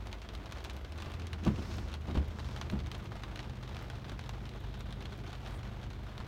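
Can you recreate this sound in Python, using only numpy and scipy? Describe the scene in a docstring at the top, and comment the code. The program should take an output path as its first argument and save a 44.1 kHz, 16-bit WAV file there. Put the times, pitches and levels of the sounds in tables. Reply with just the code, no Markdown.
"""From the front seat of a car creeping through traffic in the rain, on a phone microphone.
Throughout, the road rumbles, drops patter on the roof overhead and tick on the windshield close by.
The engine booms as it pulls. At 1.4 s the wipers make one sweep: they thump as they start, turn over
and park, and swish over the wet glass in between. By 3 s the engine has settled to idle,
and toward the end tyre spray hisses faintly outside."""
import sys
import numpy as np
from scipy import signal
from scipy.fft import rfft, irfft, next_fast_len
from scipy.io import wavfile
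from scipy.ndimage import map_coordinates

SR = 44100
rng = np.random.default_rng(int(sys.argv[2]) if len(sys.argv) > 2 else 0)


def materialize(psi):
    """Save the field psi as 16-bit PCM at rate SR to the path in sys.argv[1].

    A 1-D psi becomes a single channel; in a 2-D psi each row is a channel.
    """
    bounded = np.clip(np.atleast_2d(psi).T, -1, 1)
    quanta = np.round(bounded * 32767).astype(np.int16)
    wavfile.write(sys.argv[1], SR, quanta)


N = 276507


def amp(db):
    """Decibels to gain."""
    return 10 ** (np.asarray(db) / 20)


def unit(x):
    """Scaled to rms 1."""
    return x / np.sqrt(np.mean(x ** 2) + 1e-20)


def curve(rows):
    """Straight lines through (seconds, value) rows, one value per sample."""
    return np.interp(np.arange(N) / SR, *np.transpose(rows))


def wobble(rate):
    """A smooth random curve, rate knots a second."""
    return map_coordinates(rng.standard_normal(int(N * rate / SR) + 4), [np.arange(N) * rate / SR])


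def swell(s, rise_s, fall_s):
    """A smooth hump that reaches 1 at time s."""
    t = np.arange(N) / SR - s
    return np.exp(-(t / np.where(t < 0, rise_s, fall_s)) ** 2)


def colour(x, points, size=4096):
    """A causal filter of unit energy with the (Hz, dB) shape."""
    hz, db = np.transpose(points)
    bin_hz = np.fft.rfftfreq(size, 1 / SR)
    log_gain = np.log(amp(np.interp(np.log(bin_hz + 1), np.log(hz), db)))
    cepstrum = irfft(log_gain)[:size // 2]
    cepstrum[1:] *= 2  # minimum phase
    ring = irfft(np.exp(rfft(cepstrum, size)))
    return signal.fftconvolve(x, ring / np.linalg.norm(ring))[:len(x)]


def noise(points):
    """Steady noise of rms 1 with the (Hz, dB) shape."""
    return unit(colour(rng.standard_normal(N + SR), points)[SR:])


def add(track, s, sound):
    """Mixes a sound into the track at time s."""
    part = track[max(0, round(s * SR)):][:len(sound)]
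    part += sound[:len(part)]


# The car rolling, heard through the body. Each row: time in seconds, rumble level in dB.
ROAD_LEVELS = [(0, -47.5), (1.6, -45), (4.3, -46.5), (6.27, -46.5)]
# Tyre spray on the wet road outside. Each row: time of the crest in seconds, level in dB.
SPRAY_SWELLS = [(4.7, -66), (5.8, -73)]
# Rumble, spray and fizz as they reach the seat. Each row: frequency in Hz, relative level in dB.
RUMBLE_SPECTRUM = [(20, -50), (32, -14.5), (48, 1.5), (65, 0.5), (100, -1.5), (155, -13.5), (195, -9),
                   (260, -15.5), (350, -14.5), (500, -24), (900, -38.5), (2000, -94)]
SPRAY_SPECTRUM = [(1000, -37), (2600, -7), (3400, 9.5), (4200, 4), (5200, -34), (12000, -37)]
FIZZ_SPECTRUM = [(4000, -35), (7000, -10), (8700, 3), (9900, -7), (11000, -13), (16000, -12)]


def road():
    """Tyres and traffic rumble through the body; spray hisses outside and fizzes briefly."""
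    rumble = amp(curve(ROAD_LEVELS) + 0.79 * wobble(9)) * noise(RUMBLE_SPECTRUM)
    spray_gain = sum(amp(db) * swell(s, rise_s=0.21, fall_s=0.63) for s, db in SPRAY_SWELLS)
    fizz_gain = amp(-69) * swell(5.565, rise_s=0.048, fall_s=0.02)
    return rumble + spray_gain * noise(SPRAY_SPECTRUM) + fizz_gain * noise(FIZZ_SPECTRUM)


# The engine pulling, heard in the cabin. Each row: time in seconds, pitch of the boom in Hz.
BOOM_PITCH = [(0, 52.6), (.45, 56.24), (.75, 66.1), (1.05, 82.66), (1.2, 83.8), (1.5, 78.93), (1.95, 75.63),
              (2.55, 77.64), (2.9, 71.5)]
# The idle hum. Each row: multiple of the firing rate, relative level in dB.
IDLE_ORDERS = [(2, 0), (3, -5), (4, -4.5), (5, -1), (6, -15), (7, -17.5), (8, -12), (9, -14)]


def engine(firing_hz=25.29, boom_db_per_octave=11.5):
    """One engine order booms under load, louder with speed; at idle the firing harmonics take over."""
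    boom_hz = curve(BOOM_PITCH)
    throttle = curve([(2.8, 1), (2.98, 0)])  # the foot leaves the pedal
    boom_db = -43.5 + boom_db_per_octave * np.log2(boom_hz / 76.5) + 0.79 * wobble(12)
    boom = throttle * amp(boom_db) * unit(np.sin(2 * np.pi * np.cumsum(boom_hz) / SR))
    idle_db = curve([(0, -59), (2.6, -45)])
    phase = 2 * np.pi * np.cumsum(firing_hz * (1 + 0.00832 * wobble(4))) / SR
    hum = sum(amp(db + 1.6 * wobble(8)) * np.sin(order * phase + rng.uniform(0, 2 * np.pi))
              for order, db in IDLE_ORDERS)
    return boom + amp(idle_db) * unit(hum)


def splat(pane_t60, cabin_db, front_db, dull_hz, front_t60=0.0027):
    """One drop of unit energy: a sharp front, a duller shiver of the pane, the padded cabin's answer."""
    t = np.arange(SR // 12) / SR
    front = t * amp(-60 * t / front_t60) * rng.standard_normal(len(t))
    onset = 1 - np.exp(-t / 0.00078)
    decay = amp(-60 * t / pane_t60) + amp(cabin_db - 60 * t / 0.094)
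    burst = onset * decay * rng.standard_normal(len(t))
    shiver = signal.lfilter(*signal.butter(1, dull_hz, fs=SR), burst)
    crack = amp(front_db) * unit(front) + unit(shiver)
    return crack / np.linalg.norm(crack)


def shower(per_second, spread_db, spots=16):
    """Random drops of all sizes on a number of spots, each spot with its own ring; rms 1."""
    rings = [splat(pane_t60=0.014, cabin_db=-7, front_db=-3, dull_hz=6660) for _ in range(spots)]
    when, chance = rng.random((int(per_second * N / SR), 2)).T
    size = np.minimum(-np.log(chance), np.e)  # many small drops, few large
    hits = np.zeros((spots, N))
    hits[np.arange(len(when)) % spots, (when * N).astype(int)] = amp(spread_db * size)
    return unit(signal.oaconvolve(hits, np.array(rings), axes=1).sum(0)[:N])


# Gusts of rain on the car. Each row: time of the crest in seconds, extra level in dB.
FLURRIES = [(.08, 1.5), (.6, 2), (1.08, 4), (2.68, 1.5), (3.2, 1.2), (3.8, 1.9), (5.5, 3)]
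# Rain from inside: the roof overhead, the windshield ahead and the tiniest drops on it.
# Each row: frequency in Hz, relative level in dB.
ROOF_SPECTRUM = [(100, -16), (300, 4), (600, 3), (1000, 1.5), (1500, -1.5), (2000, -5), (3500, -7.5),
                 (4900, -14.5), (6000, -17.5), (8000, -24), (10500, -28), (12000, -25.5), (16000, -27)]
GLASS_SPECTRUM = [(150, -17), (500, 3.5), (1000, 7), (1500, 6.5), (2000, 2.5), (2700, 5), (4000, 4),
                  (4900, -2.5), (6000, -3.5), (8000, -11.5), (9500, -13.5), (10400, -20.5), (11500, -17),
                  (16000, -23)]
PINPRICK_SPECTRUM = [(2000, -25), (5000, -3), (8000, -2), (10400, -4), (12000, 0), (16000, -2)]


def rain(ease_db_per_s=0.0466, tick_ease_db_per_s=0.5):
    """Fine drops merge to a wash on the lined roof; nearer ones tick on the glass; gusts swell both."""
    t = np.arange(N) / SR
    gust_db = sum(db * swell(s, rise_s=0.09, fall_s=0.09) for s, db in FLURRIES)
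    level_db = -54 - ease_db_per_s * t + gust_db
    patter = amp(-5 + 0.7 * wobble(14)) * colour(shower(per_second=380, spread_db=4), ROOF_SPECTRUM)
    wash = amp(-6) * noise(ROOF_SPECTRUM)
    ticks = amp(-7.5) * colour(shower(per_second=110, spread_db=9), GLASS_SPECTRUM)
    pinpricks = amp(-24.5) * colour(shower(per_second=22, spread_db=7.5), PINPRICK_SPECTRUM)
    glass_fade = amp(-tick_ease_db_per_s * t)  # the ticks fade faster as the car slows
    return amp(level_db) * (patter + wash + glass_fade * (ticks + pinpricks))


# The fattest drops on the windshield, close to the microphone.
# Each row: start in seconds, relative level of the crack in dB, relative level of the snap in dB.
GLASS_DROPS = [(0.0704, -40.5, -55.5), (0.1283, -33, -54), (0.2886, -34.5, -59), (0.3509, -38, -54),
               (0.5225, -36, -49.5), (0.6414, -46, -51.5), (0.6472, -40, -49.5), (0.6975, -35, -53),
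               (0.7657, -44, -58), (0.9217, -39.5, -58), (0.9777, -46, -59), (1.0219, -33, -52.5),
               (1.1181, -37, -58), (1.2692, -40, -51.5), (1.3309, -29.5, -50), (1.4499, -43, -50),
               (1.783, -33.5, -60), (1.94, -34, -52), (2.5628, -32.5, -55), (2.613, -27, -50),
               (2.6991, -32, -53), (2.8695, -39, -55.5), (2.9156, -36, -49), (2.9498, -35, -56),
               (3.2352, -30.5, -54), (3.358, -35.5, -52.5), (3.3917, -30.5, -58), (3.767, -36, -55),
               (3.9, -33.5, -56), (4.0439, -36.5, -79), (4.0954, -35, -55.5), (4.1924, -34, -54.5),
               (4.2924, -34.5, -50.5), (4.4917, -46, -57), (4.8066, -38, -55), (4.9256, -36.5, -55),
               (5.0557, -34, -56.5), (5.33, -37.5, -59), (5.4615, -34, -61), (6.1785, -34.5, -58)]
# The fattest drops overhead. Each row: start in seconds, relative level in dB.
ROOF_DROPS = [(.565, -47), (1.059, -40), (1.898, -41), (2.387, -40), (2.488, -40), (3.119, -41),
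              (3.155, -40.5), (3.933, -44), (4.118, -39.5), (4.335, -43), (4.639, -44), (5.509, -45.5),
              (6.202, -39)]
# What the roof lining lets through. Each row: frequency in Hz, relative level in dB.
LINING_SPECTRUM = [(120, 11), (330, 4), (700, 2.5), (1100, 0), (1500, 0), (2200, -9.5), (4000, -10),
                   (12000, -31)]


def heavy_drops(crossover_hz=4500):
    """Fat drops crack on the windshield with a bright snap on top; on the roof the lining muffles them."""
    glass, roof = np.zeros(N), np.zeros(N)
    lowpass = signal.butter(2, crossover_hz, fs=SR)
    highpass = signal.butter(1, crossover_hz, "high", fs=SR)
    for s, crack_db, snap_db in GLASS_DROPS:
        crack = splat(pane_t60=0.018, cabin_db=-3.5, front_db=2.5, dull_hz=5600, front_t60=0.0039)
        snap = splat(pane_t60=0.02, cabin_db=-1, front_db=5.5, dull_hz=7100, front_t60=0.0032)
        add(glass, s, amp(crack_db + 11.5) * signal.lfilter(*lowpass, crack))
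        add(glass, s, amp(snap_db + 33) * signal.lfilter(*highpass, snap))
    for s, db in ROOF_DROPS:
        thud = splat(pane_t60=0.13, cabin_db=-8, front_db=-0.5, dull_hz=5300, front_t60=0.0029)
        add(roof, s, amp(db + 20) * thud)
    return colour(glass, GLASS_SPECTRUM) + colour(roof, LINING_SPECTRUM)


# The cowl under the wipers, at the foot of the windshield.
# Each row: mode frequency in Hz, relative level in dB, time to fall 60 dB in seconds.
COWL_MODES = [(70, 5, 0.19), (133, 3, 0.12), (196.4, 7.5, 0.058), (237, -10.5, 0.12), (293.7, -3.5, 0.1),
              (334, -6, 0.061), (593, -9, 0.06), (987, 2.5, 0.042), (1454, 3, 0.05)]


def knock(db, band_hz, attack_s=0.0025, db_per_octave=9):
    """The cowl rings most near band_hz: a slow push wakes the low modes, a quick knock the high ones."""
    t = np.arange(SR // 3) / SR
    ring = np.zeros(len(t))
    for hz, mode_db, t60 in COWL_MODES:
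        start_db = mode_db - db_per_octave * abs(np.log2(hz / band_hz))
        ring += amp(start_db - 60 * t / t60) * np.sin(2 * np.pi * hz * t)
    return amp(db) * ring * (1 - np.exp(-t / attack_s))


# The blade's slap, heard through the glass. Each row: frequency in Hz, relative level in dB.
SLAP_SPECTRUM = [(80, -7.5), (300, 5.5), (480, -5), (700, -3), (1150, -7.5), (1800, -19), (3000, -15.5),
                 (5000, -27.5), (12000, -45.5)]


def slap(db, rise_s=0.0023, t60=0.06):
    """The wet rubber slaps the glass."""
    t = np.arange(SR // 3) / SR
    envelope = amp(db - 60 * t / t60) * (1 - np.exp(-t / rise_s))
    return colour(envelope * rng.standard_normal(len(t)), SLAP_SPECTRUM)


# The wiper arms start, turn over and park, about an arm's length away. Each row: start in seconds,
# relative thump level in dB, strongest band in Hz, relative slap level in dB, slap's lead in seconds.
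WIPER_BLOWS = [(1.429, -35, 230, -57, 0.0117), (1.474, -18.5, 199, -28, .012),
               (1.587, -30.5, 220, -39.5, .003), (2.098, -30, 278.6, -36.5, .017),
               (2.171, -23, 74, -29.5, .020), (2.732, -25, 184.7, -39.5, 0.011)]
# The blades go up and back. Each row: time of full speed in seconds, relative level in dB.
WIPER_STROKES = [(1.74, -55), (2.54, -60)]
# Rubber juddering and swishing on the wet glass. Each row: frequency in Hz, relative level in dB.
JUDDER_SPECTRUM = [(60, -11), (120, 0), (230, 1.5), (380, -6.5), (500, -5), (650, -16.5), (1100, -19),
                   (3000, -29), (8000, -49)]
SWISH_SPECTRUM = [(300, -11), (1000, 4), (3000, -6), (5500, -3), (7500, -13), (10000, -22.5), (16000, -25)]


def wipers(flip_hz=262, rebound_s=0.029, rebound_hz=240):
    """The arms thump and the rubber judders; in each stroke the blades swish and the linkage rumbles."""
    knocks = np.zeros(N)
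    for s, db, band_hz, slap_db, lead_s in WIPER_BLOWS:
        add(knocks, s - lead_s, knock(slap_db + 3.5, flip_hz) + slap(slap_db))  # the rubber flips
        add(knocks, s, knock(db, band_hz) + slap(slap_db + 0.4))  # the arm thumps
        add(knocks, s + rebound_s, knock(db - 7.5, rebound_hz))  # and bounces once
    judder_gain = sum(amp(db - 22) * swell(s, rise_s=0.025, fall_s=0.077) for s, db, *_ in WIPER_BLOWS)
    judder = judder_gain * noise(JUDDER_SPECTRUM)
    stroke_gain = sum(amp(db) * swell(s, rise_s=0.24, fall_s=0.13) for s, db in WIPER_STROKES)
    swish = amp(1.02 * wobble(37)) * noise(SWISH_SPECTRUM)
    linkage = amp(11.5) * noise(RUMBLE_SPECTRUM)
    return knocks + judder + stroke_gain * (swish + linkage)


def scene():
    """Everything as heard from the front seat, in mono."""
    return (rain() + heavy_drops() + engine() + road() + wipers())[None]


def record(dry):
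    """The phone keeps nothing above its band limit."""
    top_hz = 15900
    size = next_fast_len(N + SR // 2)
    passband = np.fft.rfftfreq(size, 1 / SR) < top_hz
    return irfft(rfft(dry, size) * passband, size)[:, :N]


dry = scene()
out = record(dry)
materialize(out)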